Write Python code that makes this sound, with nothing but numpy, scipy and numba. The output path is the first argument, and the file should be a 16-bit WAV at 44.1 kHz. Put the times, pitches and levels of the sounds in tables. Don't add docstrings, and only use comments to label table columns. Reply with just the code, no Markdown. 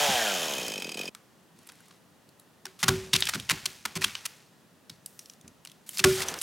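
import sys
import numpy as np
from scipy import signal
from scipy.fft import rfft, irfft
from scipy.io import wavfile
from scipy.ndimage import uniform_filter1d
from numba import njit

SR = 44100
rng = np.random.default_rng(int(sys.argv[2]) if len(sys.argv) > 2 else 0)


def unload_wav(signal):
    wavfile.write(
        sys.argv[1],
        SR,
        np.round(np.clip(np.atleast_2d(signal).T, -1, 1) * 32767).astype(np.int16),
    )


N = 283122
TIME = np.arange(N) / SR
LEFT_RIGHT = np.array([[1], [-1]])


def undb(db):
    return 10 ** (np.asarray(db) / 20)


def unit(x):
    return x / np.sqrt(np.mean(x ** 2) + 1e-30)


def add(track, s, x):
    i = int(np.clip(s * SR, 0, N - 1))
    track[i:i + len(x)] += x[:N - i]


def band(x, hz, width):
    hz = min(hz, .45 * SR)
    w = 2 * np.pi * hz / SR
    a = np.sin(w) * width / hz / 2
    return signal.lfilter([a, 0, -a], [1 + a, -2 * np.cos(w), 1 - a], x)


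def band_twice(x, hz, width):
    return band(band(x, hz, width), hz, width)


@njit
def moving_band(x, hz, width):
    y, b, low = np.empty(len(x)), 0., 0.
    for i in range(len(x)):
        g, k = np.tan(np.pi * hz[i] / SR), width / hz[i]
        v = (b + g * (x[i] + 1e-18 - low)) / (1 + g * (g + k))
        b, low, y[i] = 2 * v - b, low + 2 * g * v, k * v
    return y


def colour(x, points, size=2048):
    hz, db = np.transpose(points)
    grid = np.maximum(np.arange(size // 2 + 1) * SR / size, 1)
    cepstrum = irfft(np.log(undb(np.interp(np.log(grid), np.log(hz), db))))
    cepstrum[1:size // 2] *= 2
    cepstrum[size // 2 + 1:] = 0
    return signal.fftconvolve(x, irfft(np.exp(rfft(cepstrum))))[:len(x)]


def grit(count, spread_db, size=12):
    grains = undb(spread_db * np.clip(rng.standard_normal(count // size + 1), -2, 2))
    return unit(rng.standard_normal(count) * np.repeat(grains, size)[:count])


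def steady(x, size=4400):
    power = uniform_filter1d(uniform_filter1d(x ** 2, size), size)
    return x / np.sqrt(np.abs(power) + 1e-12)


FULL_HZ, THROTTLE_OFF_S, COAST_S = 147.6, .04, .655
KICK_S, KICK_HZ = .972, 51.2
LAST_STROKE_S, CUT_OFF_S = 1.0775, 1.096


def crank():
    coasting = FULL_HZ * np.exp(-np.maximum(TIME - THROTTLE_OFF_S, 0) / COAST_S)
    kicked = KICK_HZ * np.exp(-(np.minimum(TIME, CUT_OFF_S) - KICK_S) / COAST_S)
    return np.where(TIME < KICK_S, coasting, kicked)


GAS_DB = -15
STUMBLE_DB = 3.2
# f/Hz, nominal width/Hz, level/dB,
# power by which hotter, faster gas raises the pitch
MUFFLER_MODES = [(192, 55, -3, 0), (430, 200, -4, .26), (625, 190, 0, .36), (1000, 200, -18, .1)]


def exhaust(turns, hz, pop_lag=0.36, rise_db=5, port_db=-16):
    wraps = np.floor(turns - pop_lag)
    stumble = (KICK_HZ / hz) ** 2 * np.clip(rng.standard_normal(N), -2, 1)
    pops = np.diff(wraps, prepend=wraps[0]) * undb(STUMBLE_DB * stumble)
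    rush = unit(np.exp(-2 * ((turns - pop_lag) % 1)) * rng.standard_normal(N))
    pops = pops + undb(GAS_DB) * (hz / FULL_HZ) ** 2 * np.sqrt(hz / SR) * rush
    out = undb(port_db) * band(band(pops, 120, 60), 190, 60) * (hz / 150) ** 2
    for k, (f, width, db, heat) in enumerate(MUFFLER_MODES):
        centre = f * (hz / 80) ** heat
        ring = moving_band(moving_band(pops, centre, 1.5 * width), centre, 1.5 * width)
        drive_db = rise_db * np.log2(hz / 80) * np.log2(max(f, 300) / 480)
        out = out + (-1) ** k * undb(db + drive_db) * ring
    return steady(signal.sosfilt(signal.butter(4, 110, "high", fs=SR, output="sos"), out))


# order, crank speed at the peak f/Hz, width of that speed range/Hz, level/dB
HOUSING_HOWLS = [(4, 147, 8, -1), (6, 124, 6.9, 2), (7, 103, 5.8, -1), (14, 76, 6.9, 15.5)]


def howl(pops, hz):
    out = 0
    for order, speed, width, db in HOUSING_HOWLS:
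        swell = 1 / (1 + ((hz - speed) / width) ** 2)
        out = out + undb(db) * moving_band(pops, round(order) * hz, speed / 2) * swell
    return out


# f/Hz, width/Hz, level/dB at 56 turns a second, gain/dB per doubling of speed
STEEL_MODES = [(2518, 63, 7, -5), (3094, 59, 6, 8), (4840, 80, -1.5, -11), (5390, 150, 0.5, 8),
               (6370, 160, 1, 9), (6830, 120, -3, 13), (8000, 230, -8, -4), (10050, 540, -10.5, 15),
               (12840, 420, -10.5, 13)]
# f/Hz, level/dB
CLANK_TONE = [(50, -14), (200, 0.5), (1000, -2.5), (1900, -9), (2400, -12), (5000, 1.5), (8500, -30),
              (15000, -35)]
# f/Hz, level/dB
CHAIN_TONE = [(60, -49), (200, -41), (700, 4), (1150, -5), (1600, -0.5), (2100, -3), (3200, 3),
              (4200, -4.5), (6800, -5), (8500, -10.5), (15000, -17)]


def clatter(turns, hz, clank_s=0.0028, loose_hz=68, scatter_db=2.0, whine_hz=106, whine_db=-6,
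            steel_db=0, clank_db=-5, rattle_db=3):
    stroke = (np.floor(turns) - np.floor(turns[0])).astype(int)
    running = 1 / (1 + (loose_hz / hz) ** 2.9)
    jerks = np.exp(-(turns % 1 / hz) / clank_s) * undb(scatter_db * rng.standard_normal(N)[stroke])
    knocks = (jerks + .5 * running + 0.004) * grit(N, 3.3)
    doublings = np.minimum(np.log2(hz / 56), .25)
    modes = sum(undb(db + gain_db * doublings) * band(knocks, f, width)
                for f, width, db, gain_db in STEEL_MODES)
    steel = steady(modes) * (1 - 0.65 * running)
    clanks = steady(colour(knocks, CLANK_TONE)) * (1 - running)
    rattle = steady(colour((1 + .5 * jerks) * grit(N, 0.8), CHAIN_TONE)) * running
    slow = signal.butter(2, 35, fs=SR, output="sos")
    uneven = unit(signal.sosfilt(slow, rng.standard_normal(N)))
    orders = np.sin(2 * np.pi * 14 * turns) + np.sin(2 * np.pi * 16 * turns)
    whine = (1 + .5 * uneven) * orders / (1 + ((hz - whine_hz) / 11) ** 2)
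    metal = undb(steel_db) * steel + undb(clank_db) * clanks + undb(rattle_db) * rattle
    return steady(metal) + undb(whine_db) * whine


# f/Hz, level/dB, t60/s
FOREST_ECHO = [(119, -5, 0.75), (430, -5.5, 1), (1003, -10.5, 0.78), (2134, -9.5, 0.74), (4530, -14, 0.9),
               (9200, -17, 0.41), (14000, -23, 0.49)]


def forest(x, spread=0.072, build_s=0.005, grain_db=2.5, count=44100):
    t, echo = np.arange(count) / SR, 0
    scatter = grit(N, grain_db, size=40) + spread * rng.standard_normal(N) * LEFT_RIGHT
    for hz, db, t60 in FOREST_ECHO:
        fade = ((1 - np.exp(-t / build_s)) * np.exp(-np.log(1000) * t / t60)) ** 2
        sent = band_twice(x, hz, 0.98 * hz) ** 2
        power = signal.fftconvolve(sent, fade / fade.sum())[:N]
        rustle = unit(band_twice(scatter, hz, 1.63 * hz))
        echo = echo + undb(db) * np.sqrt(np.abs(power)) * rustle
    return echo


EXHAUST_DB, EXHAUST_FALL_DB, EXHAUST_KICK_DB = -32, 7.5, 1.5
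CLATTER_DB, CLATTER_FALL_DB, CLATTER_KICK_DB = -25, 7.5, -0.4


def chainsaw(echo_db=-5):
    hz = crank()
    halvings, kicked = np.log2(FULL_HZ / hz), TIME >= KICK_S
    exhaust_db = EXHAUST_DB - EXHAUST_FALL_DB * halvings + EXHAUST_KICK_DB * kicked
    clatter_db = CLATTER_DB - CLATTER_FALL_DB * halvings + CLATTER_KICK_DB * kicked
    turns = np.cumsum(hz) / SR
    turns -= np.interp(LAST_STROKE_S, TIME, turns)
    pops = exhaust(turns, hz)
    engine = undb(exhaust_db) * (pops + howl(pops, hz))
    metal = undb(clatter_db) * clatter(turns, hz)
    audible = np.clip((CUT_OFF_S - TIME) / 0.0038, 0, 1)
    return audible * (engine + metal + undb(echo_db) * forest(metal))


AIR_DB = -60.5
# f/Hz, level/dB
AIR_TONE = [(18, -41), (30, -33), (92, -6), (173, 2), (350, -5), (1400, -13), (1550, -14.5), (1910, -13.5),
            (2180, -20), (2620, -16.5), (4660, -21), (10200, -24), (15500, -27.5)]


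def air(spread=0.42):
    mid, side = (unit(colour(rng.standard_normal(N), AIR_TONE)) for _ in range(2))
    return undb(AIR_DB) * (mid + spread * side * LEFT_RIGHT)


GIVE_S = .005
THUD_HZ, THUD_DB_PER_OCTAVE = 141.6, 60.5
FULL_THUD_DB, THUMP_HZ = -18.5, 184
# t/s, crunch length/s, crunch level/dB, splinter f/Hz, thud level/dB,
# log ring level/dB before gain and tilt, log ring t60/s; crunches() and log_ring() play it too
LOG_BLOWS = [(2.654, 0.0025, -30.5, 770, -64, -44.5, 0.14), (2.829, 0.011, -20, 1990, -34.5, -41.5, 0.69),
             (2.881, 0.0082, -14.5, 1510, -25.5, -27, 0.44), (3.132, 0.0073, -15, 3700, -32, -38.5, 0.37),
             (3.345, 0.0094, -29, 1460, -36, -43.5, 0.097), (3.505, 0.0096, -20, 2160, -36, -40, 0.17),
             (3.656, 0.0053, -21, 4160, -53, -54, 0.3), (3.853, 0.0058, -24, 1280, -50, -57, .26),
             (3.954, 0.016, -31, 2200, -35, -38, 0.29), (4.0418, 0.0042, -15, 3130, -46, -57, .2),
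             (5.992, 0.0073, -22, 2650, -42.5, -38.5, 0.24), (6.04, 0.0062, -10, 1830, -24, -14.5, .35)]
# t/s, level/dB
SOFT_THUMPS = [(0.087, -34), (4.899, -53.5), (5.442, -50.5)]


def thuds(thud_s=0.026, knock_db=-11, count=16384):
    out, t = np.zeros(N), np.arange(count) / SR
    heavy = [(s + GIVE_S, db, THUD_HZ * 2 ** ((FULL_THUD_DB - db) / THUD_DB_PER_OCTAVE))
             for s, _, _, _, db, _, _ in LOG_BLOWS]
    soft = [(s, db, THUMP_HZ) for s, db in SOFT_THUMPS]
    onset = 1 - np.exp(-t / .004)
    for s, db, hz in heavy + soft:
        push = onset * np.exp(-t / thud_s) * rng.standard_normal(count)
        shudder = band(band(push, 0.89 * hz, 0.91 * hz), hz, 1.65 * hz)
        bump = np.sin(2 * np.pi * hz * t) * onset * np.exp(-t / 0.0075)
        knock = band(push * np.exp(-t / 0.06), 670, 700)
        thud = unit(unit(shudder) + 0.59 * unit(bump) + undb(knock_db) * unit(knock))
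        add(out, s, undb(db) * thud * np.sqrt(thud_s * SR / count))
    return out


SPLINTER_HZ, BODY_DB_PER_OCTAVE = 2500, 7
CRACK_S, RING_DB_PER_HALVING = 0.0036, 3.5
# f/Hz, level/dB
BARK_TONE = [(40, -6), (120, -14.5), (450, -14.5), (750, -6), (1050, 0.5), (1700, 2), (3400, 4), (6000, 3),
             (10000, 2.5), (15500, -9.5)]


def cracks(events, grain_db=5, fade_s=0.0012, crumbs_db=-21, crumbs_s=0.032, splinter_db=3, count=4096):
    lead_s = .012
    out, t = np.zeros(N), np.arange(count) / SR - lead_s
    for s, length, db, splinter_hz, treble_db in events:
        after = np.maximum(t - 1.36 * length, 0)
        fade = np.exp(-after / fade_s) + undb(crumbs_db) * np.exp(-after / crumbs_s)
        force = np.clip(t / (0.043 * length), 0, 1) * fade
        crush = undb(-17) * min(length / .008, 1) ** 2 * np.exp(-np.abs(t) / .0025)
        fibres = (force + crush) * grit(count, grain_db, size=6)
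        ring_db = splinter_db + RING_DB_PER_HALVING * np.log2(CRACK_S / length)
        fibres = fibres + undb(ring_db) * band(fibres, splinter_hz, splinter_hz / 7)
        body_db = BODY_DB_PER_OCTAVE * np.log2(SPLINTER_HZ / max(splinter_hz, 1700))
        tone = [(1500, body_db), (2800, 0.018), (5500, 0.017), (9500, treble_db)]
        burst = colour(colour(fibres, BARK_TONE), tone)
        add(out, s - lead_s, undb(db) * unit(burst) * np.sqrt(length * SR / count))
    return out


# t/s, length/s, level/dB, splinter f/Hz, treble level/dB
CLEAR_SNAPS = [(1.1488, 0.0015, -35, 1220, -2.5), (1.6715, 0.0028, -44.5, 2470, 11),
               (1.689, 0.0091, -45, 1310, -4), (1.908, 0.0045, -51, 900, -14),
               (2.397, .0012, -44.5, 3960, 17), (2.666, 0.001, -34.5, 1500, -11),
               (3.148, 0.0078, -22, 2600, -8), (3.16, 0.0044, -17.5, 3450, -6.5),
               (3.223, 0.001, -11, 3340, -23), (3.2542, 0.00072, -23, 5440, 6),
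               (3.288, 0.0067, -22.5, 1800, -1), (3.336, 0.0026, -24, 1250, -11),
               (3.398, 0.0019, -29.5, 3480, 0), (3.4911, 0.0018, -24, 2720, -12),
               (3.4965, 0.0014, -13.5, 1690, -1.5), (4.1524, 0.0018, -24.5, 2880, -9),
               (4.253, 0.0082, -27.5, 3000, -0.5), (4.896, 0.0034, -36.5, 4270, -4.5),
               (5.0602, 0.0018, -30, 4900, 14.5), (5.1917, 0.0011, -32, 5750, 3),
               (5.65, 0.0018, -36.5, 2800, 3), (5.6728, 0.0014, -37.5, 4100, -3),
               (5.891, 0.00087, -25.5, 3000, 15), (5.972, 0.0013, -25, 4560, -6),
               (5.981, 0.0043, -26.5, 4300, 5), (6.218, 0.0058, -26.5, 2450, -3),
               (6.2847, 0.00049, -16.5, 6000, 4), (6.388, 0.0013, -31, 6000, 3),
               (6.414, 0.0043, -25.5, 2900, 7)]


def snaps():
    return cracks(CLEAR_SNAPS)


SCUFF_WIDTH = 3.9
# t/s, length/s, level/dB, centre f/Hz
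BARK_SCUFFS = [(1.56, 0.42, -64.5, 2420), (2.79, 0.034, -45.5, 3600), (3.159, 0.16, -58, 2970),
               (4.01, 0.041, -36.5, 2500), (5.061, 0.29, -65, 10100), (5.863, 0.11, -52, 6640),
               (5.932, 0.047, -45.5, 6040), (6.039, 0.13, -35, 3900), (6.167, 0.077, -34.5, 3000),
               (6.17, 0.22, -41.5, 556), (6.257, 0.073, -42, 2860), (6.36, 0.29, -46.5, 5900)]


def scuffs(grain_db=2.5):
    out = np.zeros(N)
    for s, length, db, hz in BARK_SCUFFS:
        count = int(length * SR)
        swell = np.sin(np.pi * (np.arange(count) + .5) / count) ** 0.15
        rub = band_twice(grit(N // 8, grain_db, size=30)[:count], hz, SCUFF_WIDTH * hz)
        add(out, s, undb(db) * unit(swell * rub))
    return out


CRACKLE_LENGTH_S, CRACKLE_SCATTER_DB = 0.0016, 4
# t/s, length/s, snaps a second, middling level/dB,
# middling splinter f/Hz, treble level/dB
BARK_CRACKLE = [(1.566, .32, 24, -51.5, 1680, 8), (2.225, .17, 8.8, -47.5, 2680, 4.5),
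                (3.184, .04, 89, -31.5, 2880, 9), (3.262, .02, 130, -26, 2900, -5),
                (4.012, .03, 130, -27, 2500, -6.5), (5.229, .27, 19, -43, 4950, -0.5),
                (5.614, .13, 22.5, -40, 3920, -1), (6.057, .3, 30, -31, 1990, -5)]


def crackle(spread_octaves=0.46, count=16):
    events = []
    for start, length, rate, db, hz, treble_db in BARK_CRACKLE:
        delays = (np.arange(count) + rng.random(count)) / rate
        for delay, (strength, pitch) in zip(delays, rng.standard_normal((count, 2))):
            snap_db = db + CRACKLE_SCATTER_DB * strength
            snap_hz = hz * 2 ** (spread_octaves * pitch)
            if delay < length:
                events.append((start + delay, CRACKLE_LENGTH_S, snap_db, snap_hz, treble_db))
    return cracks(events)


CRUNCH_TREBLE_DB = -5


def crunches():
    return cracks([(s, length, db, hz, CRUNCH_TREBLE_DB) for s, length, db, hz, *_ in LOG_BLOWS])


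# f/Hz, level/dB, share of the ring time
LOG_MODES = [(378, -5, 0.92), (593, -21, 0.59), (759, -2.5, 0.13), (1114, -3, 0.19), (1427, -9, 0.42)]


def log_ring(swell_s=0.016, ring_gain_db=11.0, tap_tilt=0.32, count=32768):
    out, t = np.zeros(N), np.arange(count) / SR
    for s, *_, ring_db, t60 in LOG_BLOWS:
        tilt_db = tap_tilt * np.clip(-41 - ring_db, -15, 20)
        for hz, db, share in LOG_MODES:
            decay = np.exp(-np.log(1000) * t / (share * t60))
            mode = np.sin(2 * np.pi * (hz * t + rng.random())) * decay
            gain = undb(ring_db + ring_gain_db + db + tilt_db * np.log2(hz / LOG_MODES[0][0]))
            add(out, s + GIVE_S, gain * mode * (1 - np.exp(-t / swell_s)))
    return out


def scene(aside_s=.004):
    saw, hush = chainsaw(), air()
    wood = thuds() + snaps() + scuffs() + crackle() + crunches()
    ahead = saw + wood + log_ring() + forest(wood)
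    late = np.interp(TIME - aside_s, TIME, ahead.mean(axis=0), left=0)
    aside = colour(late, [(300, -33), (1000, -26), (8000, -24)])
    return ahead + aside * LEFT_RIGHT + hush


TOP_HZ = 16000


def record(dry):
    thin = signal.sosfilt(signal.butter(3, 50, "high", fs=SR, output="sos"), dry)
    rounded = .75 * np.tanh(thin / .75)
    return signal.sosfilt(signal.ellip(8, .2, 70, TOP_HZ, fs=SR, output="sos"), rounded)


dry = scene()
out = record(dry)
unload_wav(out)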